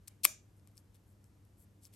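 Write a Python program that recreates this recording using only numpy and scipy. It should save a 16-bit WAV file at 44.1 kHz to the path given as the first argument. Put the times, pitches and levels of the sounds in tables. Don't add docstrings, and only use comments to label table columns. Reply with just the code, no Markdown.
import sys
import numpy as np
from scipy import signal
from scipy.fft import rfft, irfft, next_fast_len
from scipy.io import wavfile
from scipy.ndimage import uniform_filter1d, map_coordinates

SR = 44100
rng = np.random.default_rng(int(sys.argv[2]) if len(sys.argv) > 2 else 0)


def invert_db(level):
    return 10 ** (np.asarray(level, dtype=float) / 20)


def wav_record(signal):
    frames = np.transpose(np.atleast_2d(signal))
    bounded = np.clip(frames, -1, 1)
    quanta = np.round(bounded * 32767).astype(np.int16)
    wavfile.write(sys.argv[1], SR, quanta)


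N = 85995

# t/s, level/dB (9 dB over the onset's rms), contact length/ms, lowest ringing f/Hz, favoured
# f/Hz
SLIDER_CONTACTS = [(0.075, -52.5, 1, 2500, 11400), (0.0801, -36, 0.47, 4000, 11400),
                   (0.0798, -38, 0.74, 3480, 4600), (.0806, -42, 0.84, 1270, 1900),
                   (0.081, -45.5, .2, 3000, 7906), (.2390, -28, .6, 2870, 10000),
                   (.2458, -17, 1, 4000, 11400), (.2488, -25.5, .6, 4000, 11400),
                   (.2508, -9.5, .8, 3000, 11400), (.2514, -5, 0.66, 3000, 11400),
                   (.2517, -9.5, .5, 298, 2450), (0.2543, -18.5, 1, 600, 8500),
                   (0.257, -26.5, 1, 1474, 9900), (0.2615, -32, 1, 1500, 11400)]
# t/s, level/dB (9 dB over the onset's rms), contact length/ms, lowest ringing f/Hz,
# favoured f/Hz
LOOSE_TICKS = [(.5664, -63, 0.94, 5940, 8500), (0.5968, -62, 1, 1505, 2300), (.6740, -49, 0.5, 880, 4400),
               (0.715, -64, 1, 1500, 4600), (.7547, -61, 1, 4500, 8560), (.7710, -50, 1, 2004, 8540),
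               (0.7779, -43, 1, 2010, 5400), (0.9561, -59, 0.82, 2000, 3000),
               (1.2420, -54, 0.98, 2800, 3270), (1.4514, -59.5, 1, 3000, 12000),
               (1.8154, -70, 0.99, 1990, 8000), (1.8528, -42, 0.64, 1980, 5280),
               (1.8934, -77, 0.79, 5800, 8060), (1.9378, -48, 0.86, 2175, 3700)]
CHATTER = 0.2
# t/s, length/s, level/dB, lowest f/Hz, share of the length spent rising/1
STROKES = [(.073, 0.018, -52.5, 3070, 0.26), (0.233, 0.016, -30.5, 2986, 1), (.252, 0.013, -32.5, 1500, .1),
           (0.564, .04, -79.5, 6920, .3), (0.662, 0.035, -79, 1500, .5), (0.752, .06, -69, 4198, .5),
           (.935, .04, -71.5, 1994, 0.42), (1.053, .09, -77, 6960, .5), (1.233, .06, -80, 5980, .2),
           (1.563, .095, -69, 7030, .5), (1.81, .075, -63.5, 4010, .6), (1.923, 0.035, -65.5, 2420, 0.49)]
# f/Hz, level/dB, t60/s, sign/1
BARREL_MODES = [(539.6, -15, 0.015, 1), (1150, -14, 0.011, -1), (1900, -13.5, 0.0052, -1),
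                (2450, -7, 0.0043, 1), (3230, -14.5, 0.0023, -1), (4600, -8, 0.0025, -1),
                (5400, -8, 0.0041, 1), (7100, -9, 0.0029, -1), (7900, -9, .004, 1), (9000, -5, .005, -1),
                (9900, -11.5, .004, 1), (11400, 1, 0.0032, -1), (13700, -10.5, 0.0027, 1),
                (15294, -8.5, 0.001, -1)]
# f/Hz, level under the snap/dB, t60/s, sign/1
SPRING_AND_DESK_MODES = [
    (182.25, -44.5, 0.08, 1),
    (330, -40.5, 0.054, 1),
    (2457, -49.5, 0.27, 1),
    (5880, -53, .35, 1),
]
RISE_S, SCATTER_DB = 0.00015, 2.5
FAVOUR_DB, FAVOUR_OCTAVES = 4.5, 0.25
RADIATES_HZ = 250
# f/Hz, level/dB
FRICTION_COLOUR = [(1500, -2), (4900, -3.5), (6500, -7), (8300, 0.5), (10100, -6), (11500, 3), (13500, -14),
                   (16000, -15)]
GRAINS_PER_S, GRAIN_DB = 7200, 5

LEFT_DB, LEFT_LAG_S = 2.87, -0.000018
DESK_DB, DESK_S, RIGHT_DESK_S = -12.5, 0.0009, 0.000809
# f/Hz, t60/s
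ROOM_DECAY = [(200, 0.42), (1000, .2), (2500, .27), (8000, 0.24), (14000, 0.11)]
# f/Hz, level/dB
REVERB_COLOUR = [(150, -14.5), (500, -11), (1400, -9), (2400, -3.5), (4000, -12), (8500, -5.5), (11600, -1),
                 (14500, -14)]
ROOM_DB, ROOM_BUILD_S, ROOM_ALIKE = -17.5, 0.03, 0.4

# f/Hz, level/dB per Hz
AIR_SPECTRUM = [(22, -28.5), (45, -1.5), (85, 1.5), (200, -8), (400, -15), (800, -23), (1600, -28),
                (4000, -39.5)]
# f/Hz, level/dB per Hz
HISS_SPECTRUM = [(800, -6.5), (3000, 0), (8500, -0.5), (9700, -3.5), (11300, 0), (12600, 0.5), (13200, -10),
                 (15000, -21)]
AIR_DB, HISS_DB = -66, -82.5
# f/Hz, correlation/1
NOISE_LIKENESS = [(60, 0.93), (180, 0.93), (550, 0.55), (1650, 0.26), (4970, 0.65), (15000, 0.98)]
# f/Hz, level/dB, wander knots per second/Hz
HUM_PARTIALS = [(98.8, -66, 18), (201.2, -78, 8.7), (301, -81.5, 16)]
HUM_WANDER_RAD, HUM_WANDER_DB = 0.98, 2

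TOP_HZ = 16000
# low f/Hz, high f/Hz, threshold level/dB
WEAK_BANDS = [(9800, 10450, -87), (12900, 13500, -105), (13500, 14500, -88), (14500, 15100, -105),
              (15100, 16500, -104)]


def clicks():
    out = np.zeros(N)
    t = np.arange(SR // 20) / SR
    contact_t = t[:400]
    for s, db, ms, low_hz, favoured_hz in SLIDER_CONTACTS + LOOSE_TICKS:
        blow = CHATTER * rng.standard_normal(400) + (contact_t == 0)
        force = blow * np.exp(-contact_t * 2000 / max(ms, 0.05))
        hit = np.convolve(force, ring(BARREL_MODES, t, low_hz, favoured_hz))
        onset_rms = np.sqrt(np.mean(hit[:60] ** 2))
        add(out, s, invert_db(db - 9) * hit / onset_rms)
    out = filtered(out, lambda hz: (1j * hz / (RADIATES_HZ + 1j * hz)) ** 3)
    s, db = max(SLIDER_CONTACTS, key=lambda row: row[1])[:2]
    add(out, s, invert_db(db) * ring(SPRING_AND_DESK_MODES, np.arange(SR // 2) / SR))
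    return out


def ring(modes, t, low_hz=1, favoured_hz=1):
    luck = rng.standard_normal(len(modes))
    total = 0
    for (hz, db, t60, sign), e in zip(modes, luck):
        octaves = np.log2(hz / favoured_hz)
        favour = invert_db(FAVOUR_DB * np.exp(-(octaves / FAVOUR_OCTAVES) ** 2))
        lift = favour / (1 + (low_hz / hz) ** 4)
        decay = invert_db(db + SCATTER_DB * e - 60 * t / t60)
        total = total + np.sign(sign) * lift * decay * np.sin(2 * np.pi * hz * t)
    return (1 - np.exp(-t / RISE_S)) * total


def rubs():
    out, size = np.zeros(N), SR // 8
    for s, length, db, low_hz, rise in STROKES:
        draw = rng.standard_normal(size)
        lumps = map_coordinates(rng.standard_normal(size), [np.arange(size) * GRAINS_PER_S / SR / 4])
        grit = filtered(draw * invert_db(GRAIN_DB * lumps),
                        lambda hz: invert_db(along(FRICTION_COLOUR, hz)) / (1 + (low_hz / (hz + 1)) ** 4))
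        stroke = np.interp(np.arange(size) / SR / length, [0, np.clip(rise, 0.05, 0.95), 1], [0, 1, 0])
        add(out, s, invert_db(db) * unit(grit) * np.sin(stroke * np.pi / 2))
    return out


def near(x):
    def late(hz, s):
        return np.exp(-2j * np.pi * hz * np.array(s)[:, None])

    def paths(hz):
        return late(hz, [LEFT_LAG_S, 0]) + invert_db(DESK_DB) * late(hz, [DESK_S, RIGHT_DESK_S])

    return invert_db([[LEFT_DB], [-LEFT_DB]]) * filtered(x, paths)


def room(x):
    envelope = np.sqrt(abs(uniform_filter1d(x ** 2, size=33)))
    shed = rng.standard_normal(N) * envelope
    hz, t, z = signal.stft(rng.standard_normal((2, SR // 2)), SR, nperseg=128)
    decay_db = 60 * t / along(ROOM_DECAY, hz)[:, None]
    shape = invert_db(along(REVERB_COLOUR, hz)[:, None] - decay_db) * (1 - np.exp(-t / ROOM_BUILD_S))
    noise = signal.istft(z * shape, SR, nperseg=128)[1]
    tail = pair(noise, lambda f: np.full_like(f, ROOM_ALIKE))
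    return signal.fftconvolve(shed[None], tail / np.linalg.norm(tail[0]), axes=1)[:, :N]


def background():
    air = invert_db(AIR_DB) * noise_bed(AIR_SPECTRUM)
    hiss = invert_db(HISS_DB) * noise_bed(HISS_SPECTRUM)
    t = np.arange(N) / SR
    hum = 0
    for hz, db, rate in HUM_PARTIALS:
        level = invert_db(db + 2.5 + HUM_WANDER_DB * wobble(rate))
        hum = hum + level * np.sin(2 * np.pi * hz * t + HUM_WANDER_RAD * wobble(rate))
    return invert_db([[0.5], [-0.5]]) * (air + hiss + hum)


def noise_bed(spectrum):
    noise = filtered(rng.standard_normal((2, N)), lambda hz: invert_db(along(spectrum, hz)))
    return unit(pair(noise, lambda hz: along(NOISE_LIKENESS, hz)))


def pair(x, alike):
    def weights(hz):
        turn = np.arccos(np.clip(alike(hz), -1, 1)) / 2
        return np.array([np.cos(turn), np.sin(turn)])

    mid, side = filtered(x, weights)
    return np.array([mid + side, mid - side])


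def wobble(rate):
    return map_coordinates(rng.standard_normal(200), [np.arange(N) * min(rate, 90) / SR])


def unit(x):
    return x / np.sqrt(np.mean(x ** 2) + 1e-20)


def along(points, hz):
    f, v = np.transpose(points)
    return np.interp(np.log(hz + 1), np.log(f + 1), v)


def filtered(x, response):
    m = next_fast_len(x.shape[-1] + 8192)
    return irfft(rfft(x, m) * response(np.fft.rfftfreq(m, 1 / SR)), m)[..., :x.shape[-1]]


def add(track, s, x):
    part = track[round(s * SR):][:len(x)]
    part += x[:len(part)]


def scene():
    pen = clicks() + rubs()
    return near(pen) + invert_db(ROOM_DB) * room(pen) + background()


def band_limit(x):
    return signal.sosfilt(signal.butter(12, 16590, fs=SR, output="sos"), x)


def record(dry):
    hz, _, z = signal.stft(dry, SR, nperseg=1024)
    keep = np.ones(z.shape[1:]) * (hz < TOP_HZ)[:, None]
    for low, high, db in WEAK_BANDS:
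        band = (hz >= low) & (hz < high)
        band_rms = np.sqrt(np.mean(abs(z[:, band]) ** 2, axis=(0, 1)))
        keep[band] *= band_rms > invert_db(db)
    mix = signal.istft(z * keep, SR, nperseg=1024)[1][:, :N]
    return band_limit(mix)


dry = scene()
out = record(dry)
wav_record(out)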